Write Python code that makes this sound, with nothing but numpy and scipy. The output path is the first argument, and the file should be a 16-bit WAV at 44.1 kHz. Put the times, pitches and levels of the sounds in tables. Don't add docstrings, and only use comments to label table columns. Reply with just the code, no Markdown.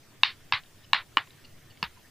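import sys
import numpy as np
from scipy import signal
from scipy.fft import rfft, irfft, next_fast_len
from scipy.io import wavfile
from scipy.ndimage import uniform_filter1d, map_coordinates

SR = 44100
rng = np.random.default_rng(int(sys.argv[2]) if len(sys.argv) > 2 else 0)


def generate_wav(sig):
    pcm = np.round(np.clip(np.atleast_2d(sig).T, -1, 1) * 32767).astype(np.int16)
    wavfile.write(sys.argv[1], SR, pcm)


def linear_from_db(decibels):
    return 10 ** (np.asarray(decibels, float) / 20)


N = 92610

# pitch_hz, level_db
RUMBLE_SPECTRUM = [(12, 5), (20, -27), (22, -37), (58, -25.5), (75, -4.5), (134, -4.5), (173, -12),
                   (318, -13.5), (700, -22.5), (910, -39), (1540, -120)]
# time_s, level_db
RUMBLE_LEVEL = [(0.0, -58), (0.4, -56.5), (0.99, -56), (1.65, -56), (1.96, -57), (2.1, -57.5)]
# pitch_hz, level_db
HISS_SPECTRUM = [(350, -30), (600, -4), (1610, -1.5), (1880, -1), (2680, -3), (3300, -3), (3780, -5),
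                 (13900, -13.5), (16000, -8)]
# pitch_hz, level_db
PORT_SPECTRUM = [(12, -41.5), (20, -9.5), (286, -4.5), (1460, -16), (5530, -16.5), (6720, -18),
                 (7510, -58.5), (11400, -41.5), (15000, -46.5)]
# start_s, level_db, pitch_ratio, rebound_db, crackle_db
POPS = [
    (.2338, 0.5, 0.98, -15, -43.5),
    (.5234, -7, 0.96, -18, -48),
    (.9326, -1.5, 1.004, -7, -34),
    (1.1710, -3.5, 1.029, -38, -35.5),
    (1.8279, -12, 0.97, -19, -28),
]
TOUCH = [(-7.5, -9, 1, 0, -20), (0, -5.5, -0.35, -4, -8), (-1.5, -6, 1, 0, -33),
         (-3, -8.5, -4.3, -20.5, -27.5), (-2, -9, -0.8, -14, -4)]
# pitch_hz, t60_s, level_db
DOME_MODES = [(1075, .045, 0), (2280, .03, 0), (2830, .034, 0), (3800, .034, 0), (4600, .03, 0),
              (1330, .03, -6), (1740, .03, -1), (3350, .02, -17), (4200, .02, -14), (5200, .025, -6)]
NEAR_WALL_S = [.0104, .0104, .0104, .0088, .0102]
# extra_delay_s, level_db
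FAR_WALLS = [(.0031, -4), (.0085, -7)]
# wall_db, room_db, room_t60_s, room_tilt_db_per_octave
ANSWERS = [
    (-24, -24, 0.29, 3.5),
    (-10, -20.5, 0.2, 0),
    (-15, -21, 0.24, -1.5),
    (-12.5, -30, 0.27, -4),
    (-12, -30.5, 0.21, -1.5),
]
# pitch_hz, level_db
ROOM_SPECTRUM = [(260, -62.5), (450, -25), (993, 1), (1510, 2), (1930, 6), (2550, 2), (3890, 1.5),
                 (4420, -1.5), (9500, -64.5), (12400, -129.5), (20900, -120)]
# start_s, level_db, pitch_hz, t60_s
THUDS = [(.234, -41, 184, .05), (.524, -48, 293.4, 0.12), (.535, -35.5, 108.5, 0.095),
         (.933, -43.5, 170, 0.087), (.933, -58.5, 303, 0.029), (1.171, -27.5, 299, 0.039),
         (1.171, -31, 650, .035), (1.828, -25.5, 171, 0.04), (1.828, -34.5, 460, 0.041),
         (1.84, -45.5, 67, 0.26), (.524, -42.5, 560, .03), (.234, -47, 600, .02), (.933, -48, 600, .02)]
# start_s, level_db, pitch_hz, t60_s
TICKS = [
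    (.6350, -50, 3800, .012),
    (.6350, -54, 2900, .014),
    (.6350, -54, 4700, .012),
    (.660, -58, 3700, .03),
    (1.2728, -50, 3800, .016),
    (1.2728, -52, 1050, .03),
    (1.3055, -48, 3850, .022),
    (1.7730, -50, 2200, .018),
]
# middle_s, level_db, pitch_hz, rise_s, fall_s
RUBS = [(.848, -56, 2900, .008, .006), (.843, -58, 3800, .008, .004), (.848, -61, 5200, .01, .006),
        (1.454, -51, 4300, .009, .004), (1.453, -52, 2800, .011, .005), (1.71, -62, 4500, .012, .012),
        (1.71, -62, 2800, .01, .01), (1.98, -61, 1000, .015, .015), (2.05, -62, 1830, .012, .012),
        (1.385, -61, 1850, .012, .012)]
ATTACK_S, SWELL_S, START_SHARE = .00035, .0008, .62
FREE_S, DAMP_S, DAMPED_DB, REBOUND_S = .003, .0005, -17, .00117
CREST_S, LEAN = .00028, 1.1
LEAD_S = .003
VOICE_LOW_HZ, VOICE_HIGH_HZ = 710, 6370
CRACKLE_HZ, CRACKLE_T60 = 7500, 0.013
ROOM_START_S, ROOM_RISE_S, TREBLE_DIES_S = .0075, .004, 0.34
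GATE_DB = -43
ROOM_KEEPS = 0.067
FLOOR_TOP_HZ = 15500


def unit(x):
    return x / np.sqrt(np.mean(x ** 2) + 1e-20)


def along(points, hz):
    f, v = np.transpose(points)
    return np.interp(np.log(hz + 1), np.log(f + 1), v)


def filtered(x, response):
    m = next_fast_len(len(x) + 8192)
    return irfft(rfft(x, m) * response(np.fft.rfftfreq(m, 1 / SR)), m)[:len(x)]


def peak(f, hz, width):
    return 1j * f * width / (hz * hz - f * f + 1j * f * width)


def bump(f, hz, width):
    return np.exp(-((f - hz) / width) ** 2)


def delayed(x, s):
    return np.pad(x, (round(s * SR), 0))[:len(x)]


def wobble(rate):
    knots = rng.standard_normal(int(N * rate / SR) + 4)
    return map_coordinates(knots, [np.arange(N) * rate / SR])


def rush(spectrum, patchy_db):
    z = signal.stft(rng.standard_normal(N), nperseg=512)[2]
    patches = uniform_filter1d(rng.standard_normal(z.shape), size=5, axis=0)
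    patches = uniform_filter1d(patches, size=8, axis=1)
    x = signal.istft(z * linear_from_db(patchy_db * unit(patches)), nperseg=512)[1][:N]
    return unit(filtered(x, lambda f: linear_from_db(along(spectrum, f))))


def add(out, s, x):
    part = out[round(s * SR):][:len(x)]
    part += x[:len(part)]


def room_tone():
    t = np.arange(N) / SR
    rumble_db = np.interp(t, *np.transpose(RUMBLE_LEVEL)) + .8 * wobble(14)
    rumble = linear_from_db(rumble_db) * rush(RUMBLE_SPECTRUM, patchy_db=1.3)
    hiss = filtered(rush(HISS_SPECTRUM, patchy_db=2.33), lambda f: f < FLOOR_TOP_HZ)
    hiss = linear_from_db(-60 + .6 * wobble(3.1)) * hiss
    whine = linear_from_db(-75 + 5 * wobble(11)) * np.sin(2 * np.pi * 1820 * t + 3 * wobble(22))
    side = linear_from_db(-65) * rush(PORT_SPECTRUM, patchy_db=2.4)
    return rumble + hiss + whine + np.array([side, -side])


def dome_snap(t, modes, rebound_db, crackle_db):
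    ring = sum(linear_from_db(g - 60 * t / t60) * np.cos(2 * np.pi * hz * (t - CREST_S) + LEAN) for hz, t60, g in modes)
    ring = ring * np.sin(np.pi / 2 * np.minimum(t / ATTACK_S, 1)) ** 2
    ring = ring * (1 - START_SHARE * np.exp(-t / SWELL_S))
    damping = linear_from_db(DAMPED_DB) + 1 / (1 + np.exp(np.minimum((t - FREE_S) / DAMP_S, 50)))
    snap = damping * (ring + linear_from_db(rebound_db) * delayed(ring, REBOUND_S))

    def voice_band(f):
        return 1 / (1 + (f / VOICE_HIGH_HZ) ** 14) / (1 + (VOICE_LOW_HZ / (f + 1)) ** 8)

    snap = filtered(delayed(snap, LEAD_S), voice_band)
    crackle = linear_from_db(-60 * t / CRACKLE_T60) * rng.standard_normal(len(t))
    crackle = filtered(delayed(crackle, LEAD_S), lambda f: bump(f, CRACKLE_HZ, 1300))
    return snap / np.abs(snap).max() + linear_from_db(crackle_db + 10) * crackle


def wall_echo(snap, near_s, wall_db):
    walls = [(0.0007, 0.056)] + FAR_WALLS
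    return filtered(snap, lambda f: linear_from_db(wall_db) * sum(
        linear_from_db(g) * np.exp(-2j * np.pi * f * (near_s + d)) for d, g in walls))


def room_answer(t, modes, room_db, t60, tilt_db):
    level = linear_from_db(room_db - 60 * t / t60)
    onset = 0.48 * np.minimum(t / FREE_S, 1)
    level *= np.clip((t - ROOM_START_S) / ROOM_RISE_S, onset, 1)
    level /= 1 + linear_from_db(GATE_DB + 60 * t / t60 - room_db) ** 3

    def colour(f):
        tint = sum(linear_from_db(g) * np.abs(peak(f, hz, 510)) for hz, _, g in modes) ** ROOM_KEEPS
        return tint * linear_from_db(along(ROOM_SPECTRUM, f) + tilt_db * np.log2((f + 50) / 2000))

    air = unit(filtered(rng.standard_normal(len(t)), colour))
    dull = unit(filtered(air, lambda f: 1 / (1 + 1j * f / 1500)))
    bright_share = np.exp(-t / TREBLE_DIES_S)
    return level * (bright_share * air + (1 - bright_share) * dull)


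def pops():
    out, t = np.zeros(N), np.arange(SR // 4) / SR
    for pop, touch, near_s, answer in zip(POPS, TOUCH, NEAR_WALL_S, ANSWERS):
        s, db, ratio, rebound_db, crackle_db = pop
        wall_db, room_db, t60, tilt_db = answer
        shares = list(touch) * 2
        modes = [(ratio * hz, life, g + share) for (hz, life, g), share in zip(DOME_MODES, shares)]
        snap = linear_from_db(db) * dome_snap(t, modes, rebound_db, crackle_db)
        add(out, s - LEAD_S, snap + wall_echo(snap, near_s, wall_db))
        add(out, s, room_answer(t, modes, room_db, t60, tilt_db))
    return out


def table():
    out, t = np.zeros(N), np.arange(SR // 4) / SR
    for s, db, hz, t60 in THUDS:
        add(out, s, linear_from_db(db - 60 * t / t60) * np.sin(2 * np.pi * hz * t) * (1 - np.exp(-t / .002)))
    noise = rng.standard_normal(len(t))
    bright = unit(filtered(noise, lambda f: peak(f, 12800, 6000) ** 2 * (f < FLOOR_TOP_HZ)))
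    burst = linear_from_db(9 - 60 * t / .02) * (1 - np.exp(-t / .001))
    add(out, 1.828, linear_from_db(-60) * (linear_from_db(-60 * t / .25) + burst) * bright)
    return out


def skin():
    out, t = np.zeros(N), np.arange(SR // 10) / SR
    rise_in = 1 - np.exp(-t / .0007)
    for s, db, hz, t60 in TICKS:
        grit = unit(filtered(rng.standard_normal(len(t)), lambda f: bump(f, 3200, 1500)))
        grit = .9 * linear_from_db(-60 * t / .018) * rise_in * grit
        tone = 1.5 * linear_from_db(-60 * t / t60) * np.sin(2 * np.pi * hz * t) * rise_in
        add(out, s, linear_from_db(db) * (tone + grit))
    u = t - t[-1] / 2
    for s, db, hz, rise, fall in RUBS:
        grain = unit(filtered(rng.standard_normal(len(t)), lambda f: peak(f, hz, .13 * hz) ** 2))
        stroke = np.exp(-(u / np.where(u < 0, rise, fall)) ** 2)
        add(out, s - t[-1] / 2, linear_from_db(db) * grain * stroke)
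    return out


def scene():
    return room_tone() + pops() + table() + skin()


def roll_off(x):
    return signal.sosfilt(signal.butter(12, 16460, fs=SR, output="sos"), x)


def record(dry):
    return roll_off(np.clip(dry, -1, 1))


dry = scene()
out = record(dry)
generate_wav(out)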